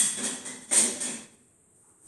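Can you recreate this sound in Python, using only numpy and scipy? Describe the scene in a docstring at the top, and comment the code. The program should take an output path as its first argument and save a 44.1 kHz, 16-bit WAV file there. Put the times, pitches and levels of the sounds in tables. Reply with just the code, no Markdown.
"""In a bare, hard room, heard by a phone, wooden puzzle pieces clack together and onto a glass table.
Each knock is a shaped pulse (the crack) plus decaying modes: clack, ping, two pieces, table thud and hum.
Convolution with decaying noise gives echoes that build up and outlast the knock.
Later a piece creeps over the glass as pulsed grit with a few tiny ticks, and something rustles as a
swell of coloured noise, above the steady noise of the room's hush."""
import sys
import numpy as np
from scipy import signal
from scipy.fft import rfft, irfft
from scipy.io import wavfile
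from scipy.ndimage import uniform_filter1d

SR = 44100
rng = np.random.default_rng(int(sys.argv[2]) if len(sys.argv) > 2 else 0)


def materialize(psi):
    """Save the field psi as 16-bit PCM at rate SR to the path in sys.argv[1].

    A 1-D psi becomes a single channel; in a 2-D psi each row is a channel.
    """
    bounded = np.clip(np.atleast_2d(psi).T, -1, 1)
    quanta = np.round(bounded * 32767).astype(np.int16)
    wavfile.write(sys.argv[1], SR, quanta)


N = 91419


def knocks():
    """Linear superposition: each blow excites pulse and modes, convolved with its own room response."""
    # Blows of wood on wood and glass: t/s, crack level/dB, crack tilt/(dB per octave),
    # clack level/dB, clack f/Hz, ping level/dB, ping f/Hz, first piece level/dB, second piece level/dB,
    # thud level/dB, thud hardness/(dB per octave), hum level/dB, hum f/Hz
    blows = [(-0.030, -16, 3.5, -36.5, 1966, -39, 3404, -22, -50, -38, -11, -58, 205),
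             (0.170, -30.5, -2, -46.5, 1727, -60, 3400, -42.5, -57, -35, 2.5, -48.5, 384.8),
             (0.231, -25.5, -0.5, -43.5, 1943, -50, 6650, -31, -37, -43, -6, -39.5, 247),
             (0.451, -34.5, -1.5, -45, 2032, -59.5, 3830, -43, -42.5, -44.5, -10, -53.5, 252),
             (0.611, -44, 3, -70, 1980, -66, 8230, -57, -63, -58, -13, -55.5, 225),
             (0.684, -45.5, 0, -70, 1990, -65.5, 3490, -62, -47, -50, -7, -62, 230),
             (0.711, -28, -3.5, -40.5, 2150, -32.5, 8620, -34, -37, -36, 11.5, -46.5, 345),
             (0.724, -19, 2, -43.5, 1910, -48, 6940, -29.5, -29.5, -41.5, 7, -45.5, 595),
             (0.762, -16.5, 2.5, -50, 2270, -28.5, 8800, -53, -28.5, -38.5, -8.5, -47, 377),
             (0.815, -43, -6.5, -51.5, 2030, -42, 8895, -38.5, -55, -38, 0, -42, 235),
             (1.004, -28.5, 0.5, -46.5, 1826, -51, 8170, -33, -35, -48, -5, -54.5, 390),
             (1.045, -32.5, -2, -49, 2620, -56, 3416, -59, -47, -40, -7.5, -43.5, 225),
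             (1.105, -42, 1, -64, 2640, -53, 8660, -48, -50, -58, -4, -58, 222)]
    # Modes of the first wooden piece: f/Hz, relative level/dB, t60/s
    first_modes = [(3399, -9, 0.035), (3435, -4.5, 0.046), (3830, -9.5, 0.035), (4930, -9, 0.03),
                   (6060, -18, 0.032), (6500, -8, 0.067), (7560, -1.5, .08), (7664, -2, 0.097),
                   (8330, 2, 0.075), (8670, -4, 0.15), (9300, -2, 0.0808), (9810, -1, .08)]
    # Modes of the second wooden piece: f/Hz, relative level/dB, t60/s
    second_modes = [(3500, -18.5, 0.0253), (4490, 2, 0.0317), (5430, -2, 0.073), (5850, 3, .07),
                    (6210, 2.5, 0.062), (6850, 9, 0.068), (7250, 9, 0.077), (8210, -10, .07),
                    (8780, -20, 0.049), (8550, -3, .08), (9000, 10, 0.033), (8760, 10, 0.058),
                    (10160, -8, 0.21)]
    # Modes of the table: f/Hz, relative level/dB, t60/s
    table_modes = [(162.3, -9, 0.18), (215.1, -2, 0.2), (243, 1.5, 0.24), (376.8, -3.5, .16),
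                   (426.4, -8, 0.14), (482, 0, 0.017), (509.4, -7, 0.11), (582, -10, 0.095),
                   (615, -9, 0.12), (795, -17.5, 0.0814), (948, -30.5, .08)]
    lead = 4096  # samples of room ahead of t = 0, for the knock that starts before it
    detune = 0.008  # standard deviation of the mode shift by grip and contact, as a share of f
    clack_t60_s, clack_linger_t60_s = 0.026, 0.54
    ping_t60_s, hum_t60_s = 0.35, 0.63
    thud_push_s, ping_push_s, hum_push_s = 0.0049, 0.005, 0.015  # onset time constants
    # Gains of the sound heard straight, over the same sound sent into the echoes
    clack_near_db, thud_near_db, ping_near_db, hum_near_db = 26.5, 24.5, 35, 34
    low_cut_hz, high_cut_hz = 156.6, 11900

    out = np.zeros(N + lead + 65536)
    for (start_s, crack_db, tilt_db, clack_db, clack_hz, ping_db, ping_hz, first_db, second_db,
         thud_db, hard_db, hum_db, hum_hz) in blows:
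        first, second = (
            ring([(hz * (1 + detune * rng.standard_normal()), db, t60) for hz, db, t60 in modes])
            for modes in (first_modes, second_modes))
        blow = undb(crack_db) * crack(tilt_db)
        blow += undb(clack_db) * ring([(clack_hz, 0, clack_t60_s)])
        blow += undb(first_db) * first + undb(second_db) * second
        # The thin high note of a piece, the table, and the note of the glass under the spot struck
        ping = undb(ping_db) * ring([(ping_hz, 0, ping_t60_s)], 0, ping_push_s)
        thud = undb(thud_db) * ring(table_modes, hard_db, thud_push_s)
        hum = undb(hum_db) * ring([(hum_hz, 0, hum_t60_s)], 0, hum_push_s)
        linger = ring([(clack_hz, 0, clack_linger_t60_s)], 0, ping_push_s)

        heard = signal.fftconvolve(blow + ping + thud + hum, echoes())
        straight = undb(thud_near_db) * thud + undb(ping_near_db) * ping + undb(hum_near_db) * hum
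        straight += undb(clack_db + clack_near_db) * linger
        heard[:len(straight)] += straight
        i = int(start_s * SR) + lead
        out[i:i + len(heard)] += heard
    out = signal.sosfilt(signal.butter(10, high_cut_hz, fs=SR, output="sos"), out)
    out = signal.sosfilt(signal.butter(6, low_cut_hz, "high", fs=SR, output="sos"), out)
    return out[lead:lead + N]


def crack(tilt_db=0, size=16384):
    """Minimum phase: folding the cepstrum packs a given spectrum into a causal pulse of energy 1."""
    # Spectrum of the crack: f/Hz, relative level/dB
    crack_spectrum = [(180, -47), (300, -22.5), (600, -19.5), (700, -23.5), (1000, -20.5), (1360, -27.5),
                      (2090, -19), (2550, -19.5), (2880, -26.5), (3300, -18), (4000, -20.5), (4590, -22.5),
                      (5200, -22.5), (5650, -20), (6100, -15.5), (7600, -13), (8700, -1.5), (10000, -24),
                      (11300, -26), (11900, -31), (13000, -62)]
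    pivot_hz = 8000  # the tilt turns about this frequency
    tilted = [(hz, db + tilt_db * np.log2(hz / pivot_hz)) for hz, db in crack_spectrum]
    spike = np.zeros(size)
    spike[0] = 1
    magnitude = np.abs(rfft(colour(spike, tilted)))
    cepstrum = irfft(np.log(magnitude + 1e-6))
    cepstrum[1:size // 2] *= 2
    cepstrum[size // 2 + 1:] = 0
    pulse = irfft(np.exp(rfft(cepstrum)))
    return pulse / np.sqrt(np.sum(pulse ** 2))


def ring(modes, tilt_db=0, push_s=1e-4, size=16384):
    """Modal superposition: damped sines of total energy 1; a harder blow tilts them towards the high modes."""
    t = np.arange(size) / SR
    x = np.zeros(size)
    for hz, db, t60 in modes:
        decay = np.exp(-np.log(1000) * t / t60)
        x += undb(db + tilt_db * np.log2(hz)) * np.sin(2 * np.pi * hz * t) * decay
    x *= 1 - np.exp(-t / push_s)
    return x / np.sqrt(np.sum(x ** 2))


def echoes(size=44100):
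    """Statistical reverberation: uneven noise builds up, flutters between two walls and dies by band."""
    # Reverberation time of the room: f/Hz, t60/s
    band_t60 = [(200, 0.88), (600, 0.92), (2000, 0.81), (5000, 0.67), (9000, 0.45), (12000, 0.54)]
    lump_s, scatter_db = 0.0015, 0.5  # smoothing width and level spread of the unevenness
    flutter_s, build_up_s = 0.0104, 0.0094
    early_db, early_s = -7, 0.0031  # extra early part and its time constant
    t = np.arange(size) / SR
    lumps = unit(uniform_filter1d(rng.standard_normal(size), int(lump_s * SR)))
    noise = rng.standard_normal(size) * undb(scatter_db * lumps)
    noise = flutter(noise, int(flutter_s * SR))
    spectrum = rfft(unit(noise))
    log_f = np.log(np.arange(size // 2 + 1) * SR / size + 1)
    hz, t60 = np.array(band_t60).T
    out = np.zeros(size)
    # Overlapping triangular bands on a log frequency axis
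    for weights, band_s in zip(np.eye(len(hz)), t60):
        band = irfft(spectrum * np.interp(log_f, np.log(hz), weights), size)
        out += band * np.exp(-np.log(1000) * t / band_s)
    return out * (1 - np.exp(-t / build_up_s) + undb(early_db) * np.exp(-t / early_s))


def flutter(x, lag):
    """Repeated reflection: four evenly spaced repeats, each weaker by the same factor."""
    gain = 0.21
    return sum(gain ** k * np.roll(x, k * lag) for k in range(5))


def slide():
    """Stick-slip friction: dense grit under a creeping piece, with single ticks where it catches."""
    # Level of the grit: t/s, level/dB
    grit_levels = [(1.3, -59), (1.356, -55), (1.372, -92), (1.382, -63), (1.69, -85), (1.766, -55),
                   (1.91, -55.5), (1.968, -61.5), (2.07, -48.5)]
    # Catches of the piece: t/s, peak level/dB
    tick_levels = [(1.274, -47), (1.282, -48), (1.346, -44), (1.458, -51), (1.483, -47), (1.714, -55),
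                   (1.762, -50), (1.896, -48), (2.019, -50)]
    scatter_db, tilt_db, tick_s = -2, 14, 0.001  # grain spread; pulse tilt per octave; tick time constant
    t = np.arange(N) / SR
    times, levels = np.array(grit_levels).T
    grit = unit(rng.standard_normal(N) * undb(scatter_db * rng.exponential(size=N)))
    grit *= undb(np.interp(t, times, levels, left=-120))
    catches = sum(undb(peak_db) * np.exp(-np.abs(t - at) / tick_s) for at, peak_db in tick_levels)
    return signal.fftconvolve(grit + catches * rng.choice([-1, 1], N), crack(tilt_db))[:N]


def rustle():
    """Amplitude-modulated noise: a faint soft swish that rises fast and fades exponentially."""
    # Spectrum of the swish: f/Hz, relative level/dB
    swish_spectrum = [(600, -18), (850, 12.5), (1000, 7), (1200, 10), (1450, 4.5), (1700, -7), (2000, -11),
                      (3000, -27)]
    peak_s, rise_s, fade_s, level_db = 1.85, 0.02, 0.14, -60.5
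    t = np.arange(N) / SR - peak_s
    shape = np.exp(-np.abs(t) / np.where(t < 0, rise_s, fade_s))
    return undb(level_db) * shape * unit(colour(rng.standard_normal(N), swish_spectrum))


def hush():
    """Stationary coloured noise: room air and microphone hiss."""
    # Spectrum of the hush: f/Hz, relative level/dB
    hush_spectrum = [(20, -10.5), (50, -19), (90, -2), (200, -7), (440, -6), (540, -15), (2000, -24.5),
                     (4300, -36), (5600, -50), (7100, -16), (8500, -6), (9700, -16.5), (10500, -24),
                     (11500, -24.5), (12300, -39), (13300, -51)]
    level_db = -54.5  # ahead of the phone's own level control
    return undb(level_db) * unit(colour(rng.standard_normal(N), hush_spectrum))


def undb(db):
    """Level law: amplitude ratio of a level in dB."""
    return 10 ** (np.asarray(db) / 20)


def unit(x):
    """Normalisation to an rms value of 1."""
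    return x / np.sqrt(np.mean(x ** 2))


def colour(x, table):
    """Linear filtering: weight the spectrum by (f/Hz, level/dB) points joined on a log frequency axis."""
    hz, db = np.array(table).T
    f = np.arange(len(x) // 2 + 1) * SR / len(x)
    return irfft(rfft(x) * undb(np.interp(np.log(f + 1), np.log(hz), db)), len(x))


def scene():
    """Superposition of all sources; a faint delayed copy of opposite sign in each channel gives width."""
    side_db, side_lag = -56, 300  # lag in samples
    mid = knocks() + slide() + rustle() + hush()
    side = undb(side_db) * np.roll(mid, side_lag)
    return np.array([mid + side, mid - side])


def record(dry):
    """Downward expansion and band limiting: the phone turns quiet passages down and cuts the top."""
    window_s, threshold_db, width_db, depth_db = 0.038, -48, 1.2, 8
    top_hz = 13450
    power = uniform_filter1d(dry[0] ** 2, int(window_s * SR))
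    loud_db = 10 * np.log10(power + 1e-12)
    above = np.clip((loud_db - threshold_db) / width_db, -30, 30)
    dry = dry * undb(-depth_db / (1 + np.exp(above)))
    return signal.sosfilt(signal.ellip(8, 0.2, 70, top_hz, fs=SR, output="sos"), dry)


dry = scene()
out = record(dry)
materialize(out)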